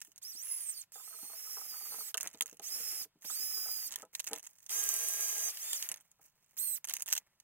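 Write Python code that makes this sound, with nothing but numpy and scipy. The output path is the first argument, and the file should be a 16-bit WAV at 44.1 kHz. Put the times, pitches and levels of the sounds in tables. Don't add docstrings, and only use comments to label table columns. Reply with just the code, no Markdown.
import sys
import numpy as np
from scipy import signal
from scipy.fft import rfft, irfft
from scipy.io import wavfile

SR = 44100
rng = np.random.default_rng(int(sys.argv[2]) if len(sys.argv) > 2 else 0)


def materialize(psi):
    bounded = np.clip(np.atleast_2d(psi).T, -1, 1)
    quanta = np.round(bounded * 32767).astype(np.int16)
    wavfile.write(sys.argv[1], SR, quanta)


N = 327663
TIME = np.arange(N) / SR
FREQS = np.fft.rfftfreq(N, 1 / SR)

# (frequency [Hz], left minus right [dB], lag of the left [rad])
MIC_PORTS = [(300, 0, 0), (1200, 0, .15), (2600, 0, .5), (3800, -1, 2.9), (4800, -2, 3), (6400, -10, 2.9),
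             (8300, -8, 1.7), (10500, -3, 1.6), (12500, -5, 1.7), (15500, -3, 1.4)]
# (frequency [Hz], level [dB])
ROOM_SPECTRUM = [(25, -5.5), (60, -7), (160, -2.5), (300, -15.5), (1000, -11), (2200, -14), (4000, -13.5),
                 (7000, -18.5), (15000, -24.5)]
SWISH_SPECTRUM = [(3500, -23.5), (6400, 1.5), (9000, -3.5), (13500, -1.5), (15500, 3)]
RUB_SPECTRUM = [(40, -9), (150, -7.5), (350, -4), (700, -0.5), (1400, -2.5), (2200, 1.5), (3300, -11),
                (5000, -10)]
HISS_SPECTRUM = [(1500, -31), (3200, -8.5), (4300, -11), (5300, -5), (6500, 0.5), (7600, -2), (9000, -1),
                 (10500, 2), (12300, 4.5), (13200, 1), (14300, 4), (15500, -1.5)]
CHURN_SPECTRUM = [(80, -21.5), (160, -11), (280, -13), (430, -2.5), (650, 2), (850, 2.5), (1200, 4.5),
                  (1650, 11.5), (2300, 12), (3200, 7.5), (4200, -14), (7000, -50)]
# (time [s], length [s], swish [dB], rub [dB], rattle [dB])
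HAND_SHOVES = [(0.0, 0.13, -59, -92, -58.5), (2.19, 0.21, -61, -55.5, -54), (2.461, 0.11, -60, -63.5, -48),
               (3.207, 0.1, -60.5, -74, -58), (3.897, 0.16, -66, -53.5, -51), (4.127, 0.2, -58, -69, -56),
               (4.265, 0.15, -70, -50, -45.5), (4.421, 0.3, -60, -70, -57.5), (5.89, 0.12, -70, -53, -52.5),
               (6.001, 0.23, -79, -80, -95), (6.208, 0.1016, -60.5, -69.5, -68),
               (6.349, 0.48, -74.5, -78.5, -78), (6.869, 0.18, -53.5, -55.5, -43.5),
               (7.057, 0.15, -44.5, -58.5, -39), (7.197, 0.22, -106, -73, -81)]
# (time [s], bright
# tick [dB], body ring [dB])
GEAR_STRIKES = [(0.0161, -32.5, -55), (0.16, -46.5, -71), (0.179, -40, -64), (0.696, -32.5, -64),
                (0.92, -43, -80), (2.1431, -26, -32.5), (2.1723, -24.5, -66), (2.1773, -24, -40),
                (2.2088, -23, -72), (2.2213, -38, -60), (2.23, -26, -61), (2.2558, -38, -66),
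                (2.2733, -26.5, -48), (2.346, -60, -52.5), (2.409, -19, -30.5), (2.4213, -21, -61),
                (2.427, -51, -50), (2.4594, -33, -76), (2.468, -42, -69), (2.479, -43, -56),
                (2.596, -38.5, -53.5), (3.237, -49, -70), (3.932, -41, -60), (3.9392, -35.5, -45.5),
                (3.9588, -24, -40), (4.021, -39.5, -60), (4.1508, -26.5, -38), (4.1953, -29, -45.5),
                (4.1999, -24.5, -41), (4.2428, -34, -56), (4.267, -32, -62), (4.272, -27.5, -41.5),
                (4.2858, -35, -63), (4.3326, -24.5, -39.5), (4.3528, -45, -51), (4.36, -35, -51),
                (4.378, -40, -64), (4.429, -42, -74), (4.452, -48, -77), (4.466, -40, -65),
                (4.471, -36, -76), (4.6638, -37, -61), (4.694, -33, -45), (5.5719, -33.5, -47.5),
                (5.7312, -21, -38.5), (5.8253, -25.5, -38.5), (5.8894, -25, -46), (5.9163, -23.5, -42.5),
                (5.9416, -34.5, -50.5), (6.1153, -50.5, -99), (6.568, -43, -74), (6.8437, -29.5, -46),
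                (6.85, -30.5, -69), (6.8865, -30.5, -42.5), (6.8977, -27.5, -43), (6.9092, -36, -41),
                (6.9374, -20.5, -47), (6.967, -26, -45), (6.9969, -37, -67), (7.0218, -21.5, -59),
                (7.0659, -40, -54), (7.0798, -39, -47), (7.0887, -44, -49), (7.107, -40, -54),
                (7.127, -14.5, -42), (7.152, -27.5, -45.5), (7.165, -29, -41.5), (7.1776, -22.5, -40),
                (7.4, -46.5, -63)]
# (frequency [Hz], width [Hz], level [dB])
TOOTH_MODES = [(6430, 1050, 10.5), (8700, 2300, 0.5), (8350, 500, -2.5), (10530, 1800, 5),
               (13800, 4200, 0.5)]
BODY_MODES = [(670, 88, -15.5), (1095, 79, -11), (1760, 130, -3.5), (2840, 690, -1.5), (3100, 310, 4),
              (4080, 1700, -5)]
CLACK_MODES = [(2400, 1800, -15)]
TUB_MODES = [(93, 62, -2.5), (153, 35, 5), (281, 79, -1.5), (400, 40, 3.5), (478, 24, 0.5), (655, 38, 2),
             (834, 40, -3.5), (1022, 65, 2), (1229, 67, 0), (1600, 560, -5.5)]
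# (time [s], level [dB], thud centre [Hz])
TUB_BUMPS = [(0.078, -62, 244), (0.348, -58, 387), (0.955, -48.5, 980), (0.997, -52.5, 1200),
             (1.139, -50.5, 1250), (1.229, -49, 453), (1.298, -51.5, 1220), (1.331, -49, 1230),
             (1.568, -43, 880), (1.611, -50, 1190), (1.919, -47.5, 620), (1.94, -43.5, 810),
             (1.98, -47.5, 600), (2.006, -45.5, 834), (2.144, -37, 1170), (2.255, -60.5, 150),
             (2.344, -47, 428), (2.408, -44.5, 680), (2.525, -50, 330), (2.595, -45, 486),
             (2.799, -51, 313), (3.05, -56, 380), (3.154, -59, 254), (3.245, -48, 390),
             (3.298, -41.5, 1210), (3.574, -48, 1210), (3.654, -46, 1270), (3.686, -47, 1208),
             (4.028, -40.5, 514), (4.309, -40.5, 438), (4.323, -36.5, 660), (4.332, -40.5, 786),
             (4.358, -51.5, 390), (6.193, -61.5, 756.4)]
# (start [s], stop [s], level [dB], thud centre [Hz])
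ROCKING_SPELLS = [(0.942, 2.049, -56, 1300), (1.551, 2.05, -63.5, 297), (2.621, 3.03, -59, 300),
                  (3.301, 3.92, -61.5, 1110), (3.301, 3.92, -60, 315)]
# (time [s], whine pitch [Hz])
SPEED_CURVES = [
    [(0.25, 5036), (0.272, 5555), (0.312, 5879), (0.342, 3880), (0.376, 5572), (0.414, 5947), (0.436, 9641),
     (0.452, 10650), (0.476, 10760), (0.512, 10410), (0.552, 10560), (0.642, 9195), (0.658, 8632),
     (0.69, 8260), (0.71, 8647), (0.728, 6705), (0.74, 5221), (0.758, 4700), (0.81, 4288)],
    [(0.955, 3713), (0.974, 3363), (0.99, 3696), (1.024, 3439), (1.056, 4231), (1.15, 4370), (1.175, 4150),
     (1.215, 4380), (1.344, 4386), (1.366, 5302), (1.4, 5495), (1.616, 5437), (1.738, 4856), (1.806, 4751),
     (1.884, 4907), (1.906, 4510), (2.016, 4535), (2.048, 3838), (2.085, 3941)],
    [(2.652, 2800), (2.688, 3462), (2.708, 5181), (2.765, 5425), (2.868, 5321), (2.948, 5361), (3.02, 5113)],
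    [(3.275, 2690), (3.295, 3061), (3.319, 3955), (3.345, 4070), (3.361, 4740), (3.43, 5170), (3.49, 5170),
     (3.55, 5055), (3.68, 5065), (3.868, 4853)],
    [(4.73, 6063), (4.762, 6280), (4.815, 6290), (4.886, 6085), (5.0, 6228), (5.112, 6190), (5.164, 6245),
     (5.43, 6268), (5.488, 6300)],
    [(5.54, 1789), (5.582, 1526), (5.61, 2858), (5.64, 3508), (5.756, 3590), (5.788, 2231), (5.85, 2277)],
    [(6.604, 4130), (6.63, 4320), (6.684, 4199), (6.752, 3954)],
]
# (whine [dB], gearbox side tones [dB], hiss [dB], churn [dB],
# tub ring over churn [dB], left minus right [dB], top treble [dB], growth [dB/s], roughness [0-1])
BURST_SETTINGS = [(-50.5, -11, -52, -73, -11.5, -1, -1.5, 1.5, .45),
                  (-52, 1.5, -50.5, -67.5, -8.5, -1, 3.5, 6.5, 0.42),
                  (-44.5, 2, -44.5, -62.5, -7, -0.5, 1, -1.5, 0.45),
                  (-42, 2, -45.5, -64.5, -13.5, -1.5, 3, -4, 0.34),
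                  (-41, -0.5, -37.5, -57.5, -3.5, 2.5, -5, -2.5, 0.3),
                  (-43.5, -1.5, -40.5, -57, -8.5, 3.5, 0, 7.5, 0.35),
                  (-44, -14, -49.5, -66.5, -17, -3, 12.5, 3, 0.2)]
# (multiple of the whine pitch [ratio], level [dB])
DRIVE_PARTIALS = [(.1, -13), (.2, -15), (.5, -14), (.8, -14), (.9, -21), (1, 0), (1.09, -20), (1.235, -15),
                  (1.31, -17), (1.37, -13.5), (1.41, -19), (1.6, -18), (1.9, -19), (2, 0), (2.4, -13),
                  (2.54, -9), (3, -7)]
# (frequency [Hz], level [dB])
HOUSING_RESPONSE = [(450, -48), (1000, -26), (2100, -17), (3000, -14), (3550, -9), (4100, -8.5),
                    (4450, -2.5), (4850, 5), (5500, 3), (6300, 3.5), (7100, 0), (8400, 5), (10200, -3.5),
                    (12400, 3.5), (13300, -1), (14400, 8), (15400, 7.5), (16400, -20), (20000, -100)]
# (whine pitch [Hz], width [Hz], rise [dB])
RESONANT_SPEEDS = [(3580, 550, 4), (6292, 22, 3)]
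# (time [s], level [dB])
SPIT_SNAPS = [(4.792, -19), (4.8393, -16), (4.8645, -23), (4.8903, -11.5), (4.9405, -15), (4.9646, -17),
              (4.989, -22), (5.039, -21), (5.0865, -15), (5.137, -23), (5.162, -23), (5.2095, -17),
              (5.283, -24), (5.3811, -20), (5.453, -22)]

CRUISE_HZ, BUZZ_HZ = 5000, 1307
WHINE_POWER, HISS_POWER, CHURN_POWER = 1.36, .61, .82
SHOVE_FADE_DB = 14
SIDES = np.array([[.5], [-.5]])


def amp(db):
    return 10 ** (np.asarray(db) / 20)


def unit(x):
    return x / np.sqrt(np.mean(x ** 2) + 1e-20)


def lookup(table, hz, column=1):
    rows = np.array(table, float)
    return np.interp(np.log(hz + 1), np.log(rows[:, 0]), rows[:, column])


def colour(x, spectrum):
    return unit(irfft(rfft(x) * amp(lookup(spectrum, FREQS)), N))


def walk(hz):
    return 1.403 * np.interp(TIME * hz, np.arange(N // 8), rng.standard_normal(N // 8))


def grains(per_s, spread_db, apart):
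    sizes = (rng.random(N) < per_s / SR) * amp(spread_db * np.minimum(rng.exponential(size=N), 5))
    return unit(sizes * (rng.standard_normal(N) + apart * rng.standard_normal((2, N))))


def moments(start, stop, per_s):
    times = start + np.cumsum(rng.gamma(2, .5, size=40)) / per_s
    return times[times < stop]


def resonate(x, modes):
    return sum((-1) ** k * amp(db) * signal.lfilter(*signal.iirpeak(hz, hz / width, SR), x)
               for k, (hz, width, db) in enumerate(modes))


def add(track, s, sound, db, head):
    start = max(int(s * SR), 0)
    part = sound[:N - start]
    track[start:start + len(part)] += part * amp(db) / np.sqrt(np.mean(sound[:head] ** 2) + 1e-20)


def at_mic(x, lean=1, echo_db=-14, echo_s=.013):
    balance = amp(SIDES * lean * lookup(MIC_PORTS, FREQS))
    direct = balance * np.exp(-1j * SIDES * lookup(MIC_PORTS, FREQS, column=2))
    t = TIME[:SR // 8]
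    tails = rng.standard_normal((3, len(t))) * np.exp(-t / echo_s) * (t > .001)
    tails = rfft(tails / np.sqrt(np.sum(tails ** 2, axis=1, keepdims=True)), N)
    apart = np.minimum(FREQS / 4000, 1)
    scatter = apart * tails[:2] + np.sqrt(1 - apart ** 2) * tails[2]
    return irfft(rfft(x) * (direct + amp(echo_db) * scatter), N)


def room_tone():
    noise = rng.standard_normal(N) + .25 * rng.standard_normal((2, N))
    return at_mic(colour(noise, ROOM_SPECTRUM) * amp(-81), lean=.2)


def sliding(attack_s=.0074, release_s=.018, swish_db=1, rub_db=-2.5):
    swish_level, rub_level = amp(-84), 0
    for s, length, high_db, low_db, _ in HAND_SHOVES:
        gate = np.clip((TIME - s) / attack_s, 0, 1) * np.clip((s + length - TIME) / release_s, 0, 1)
        push = gate * amp(-SHOVE_FADE_DB * np.clip((TIME - s) / length, 0, 1))
        swish_level = swish_level + push * amp(high_db)
        rub_level = rub_level + push * amp(low_db)
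    catch_db = 3 * walk(55)
    crackle = grains(per_s=2500, spread_db=3.5, apart=.6)
    swish = colour(crackle, SWISH_SPECTRUM) * swish_level * amp(swish_db + catch_db)
    slips = grains(per_s=1400, spread_db=2.5, apart=.15)
    rub = colour(slips, RUB_SPECTRUM) * rub_level * amp(rub_db + catch_db)
    return at_mic(swish + rub, lean=.66)


def rattles(per_s=70, scatter_db=4.5, tick_db=5, body_db=-16):
    rows = []
    for start, length, _, _, rattle_db in HAND_SHOVES:
        for s in moments(start, start + length, per_s):
            fade_db = SHOVE_FADE_DB * ((s - start) / length - .5)
            db = rattle_db - fade_db + scatter_db * rng.standard_normal()
            rows.append((s, db + tick_db, db + body_db))
    return rows


def bounces(crack_s=.0005, gap_s=.0026, loss_db=-8.5, graze_s=.006, graze_db=-23, count=5):
    t = TIME[:SR // 16]
    starts = np.append(0, np.cumsum(gap_s * rng.gamma(2, .5, size=count - 1)))
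    sizes = amp(loss_db * np.arange(count) + 2 * rng.standard_normal(count))
    cracks = sum(size * (t >= s) * np.exp(-np.abs(t - s) / crack_s) for s, size in zip(starts, sizes))
    return cracks + amp(graze_db) * np.exp(-t / graze_s)


def struck(modes, vary_db=3, detune=.03):
    chance = np.clip(rng.standard_normal((len(modes), 2)), -2, 2)
    return [(min(hz * (1 + detune * shift), .45 * SR), width, db + vary_db * lift)
            for (hz, width, db), (shift, lift) in zip(modes, chance)]


def clinks(tick_db=-11, snap_db=-19, body_db=-1, lowest_hz=700):
    out = np.zeros(N)
    for s, tick, body in list(GEAR_STRIKES) + rattles():
        force = bounces()
        on_teeth, on_body, snap = force * rng.standard_normal((3, len(force)))
        tooth_ring = resonate(on_teeth, struck(TOOTH_MODES))
        body_ring = resonate(on_body, struck(BODY_MODES, detune=.07) + CLACK_MODES)
        add(out, s, tooth_ring, tick + tick_db, head=220)
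        add(out, s, body_ring, body + body_db, head=220)
        add(out, s, snap, tick + snap_db, head=220)
    low_cut = signal.butter(2, lowest_hz, "high", fs=SR, output="sos")
    return at_mic(signal.sosfilt(low_cut, out), echo_db=-7, echo_s=.004)


def contact(crack_s, rattle_s, rattle_db):
    t = TIME[:SR // 8]
    return rng.standard_normal(len(t)) * (np.exp(-t / crack_s) + amp(rattle_db) * np.exp(-t / rattle_s))


def tub(centre_hz, octaves=.86):
    return [(hz, width, db - 4 * (np.log2(hz / centre_hz) / octaves) ** 2) for hz, width, db in TUB_MODES]


def knocks(knock_db=-11.5, tap_db=-7, scatter_db=3.5, rocks_per_s=20):
    out = np.zeros(N)
    soft = signal.butter(4, 1900, fs=SR, output="sos")
    rocks = [(s, db + scatter_db * rng.standard_normal(), centre)
             for start, stop, db, centre in ROCKING_SPELLS for s in moments(start, stop, rocks_per_s)]
    for s, db, centre in list(TUB_BUMPS) + rocks:
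        push = signal.sosfilt(soft, contact(crack_s=.003, rattle_s=.014, rattle_db=-13))
        thud = resonate(push, struck(tub(centre)) + [(centre, centre, tap_db)])
        add(out, s, thud, db + knock_db, head=660)
    return at_mic(out, lean=.5, echo_db=-6.5)


def trigger(spin_up_s=.036, brake_s=.037):
    speeds = []
    for curve in SPEED_CURVES:
        s, hz = np.transpose(curve)
        rising = np.clip((s[0] - TIME) / spin_up_s, 0, 1)
        braking = np.clip((TIME - s[-1]) / brake_s, 0, 1)
        speeds.append(np.interp(TIME, s, hz) * (1 - rising ** 2) * (1 - braking))
    burst = np.argmax(speeds, axis=0)
    settings = np.array(BURST_SETTINGS)[burst].T
    whine_db, load_db, hiss_db, churn_db, tub_db, pan_db, top_db, growth, rough = settings
    middles = np.array([(curve[0][0] + curve[-1][0]) / 2 for curve in SPEED_CURVES])
    press_db = growth * np.clip(TIME - middles[burst], -1, 1)
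    hz = np.max(speeds, axis=0) * (1 + .006 * rough * walk(45))
    return (hz, whine_db + press_db, load_db, hiss_db + press_db, churn_db + press_db,
            tub_db, pan_db, top_db, rough)


def drive(hz, db, load_db, rough, rasp_db=-8.5, stutter_db=3.5):
    phase = 2 * np.pi * np.cumsum(hz * (1 + .004 * rough * walk(320))) / SR
    tone, power = 0, 0
    for multiple, partial_db in DRIVE_PARTIALS:
        side_db = load_db * (multiple >= .5 and multiple % 1 > 0)
        gain = amp(partial_db + side_db + lookup(HOUSING_RESPONSE, multiple * hz))
        flutter = amp(4 * rough * walk(120)) + .7 * rough * walk(1100)
        tone = tone + gain * flutter * np.sin(multiple * phase)
        power = power + gain ** 2
    rasp = amp(load_db + lookup(HOUSING_RESPONSE, 2.5 * hz)) * walk(700) * np.sin(2.5 * phase)
    swell_db = sum(rise * np.exp(-((hz - peak) / width) ** 2) for peak, width, rise in RESONANT_SPEEDS)
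    snag_db = stutter_db * rough * walk(40)
    whine = tone * np.sqrt(2 / (power + 1e-9)) * amp(swell_db + snag_db)
    return (whine + 2 * rough * amp(rasp_db) * rasp) * amp(db) * (hz / CRUISE_HZ) ** WHINE_POWER


def angled(x, top_db, top_hz=10500):
    treble = signal.sosfiltfilt(signal.butter(2, top_hz, "high", fs=SR, output="sos"), x)
    return x + (amp(top_db) - 1) * treble


def bristles(speed, db, top_db, gain_db=1):
    flicks = grains(per_s=26000, spread_db=1.5, apart=.9)
    waver_db = .6 * walk(60)
    hiss = angled(colour(flicks, HISS_SPECTRUM), top_db)
    return hiss * amp(db + gain_db + waver_db) * speed ** HISS_POWER


def churn(speed, db, tub_db, gain_db=1.5, buzz_db=-7):
    drops = grains(per_s=4000, spread_db=1.6, apart=.25)
    splashes = colour(drops, [(30, -13)] + list(CHURN_SPECTRUM))
    hollow = amp(tub_db) * unit(resonate(splashes, tub(centre_hz=487)))
    pressure = amp(db - db.max()) * speed ** 3
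    buzz_hz = BUZZ_HZ * speed * (1 + .011 * walk(150))
    buzz = amp(buzz_db) * pressure * amp(2 * walk(70)) * np.sin(2 * np.pi * np.cumsum(buzz_hz) / SR)
    slosh_db = .9 * walk(70)
    return (splashes + hollow + buzz) * amp(db + gain_db + slosh_db) * speed ** CHURN_POWER


def spits(spit_db=-9.5):
    out = np.zeros(N)
    bright = signal.butter(2, (7000, 12500), "band", fs=SR, output="sos")
    for s, db in SPIT_SNAPS:
        snap = signal.sosfilt(bright, contact(crack_s=.00015, rattle_s=.0015, rattle_db=-24))
        add(out, s, snap, db + spit_db, head=44)
    return at_mic(out, echo_db=-8)


def scene():
    room = room_tone()
    hz, whine_db, load_db, hiss_db, churn_db, tub_db, pan_db, top_db, rough = trigger()
    speed = hz / CRUISE_HZ
    pan = amp(pan_db * SIDES)
    whine = pan * at_mic(angled(drive(hz, whine_db, load_db, rough), top_db))
    hiss = bristles(speed, hiss_db, top_db)
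    solvent = churn(speed, churn_db, tub_db)
    brush = pan * at_mic(hiss) + at_mic(solvent, lean=.2)
    return room + whine + brush + sliding() + spits() + knocks() + clinks()


def record(dry):
    return signal.sosfilt(signal.ellip(10, .2, 80, 15750, fs=SR, output="sos"), dry)


dry = scene()
out = record(dry)
materialize(out)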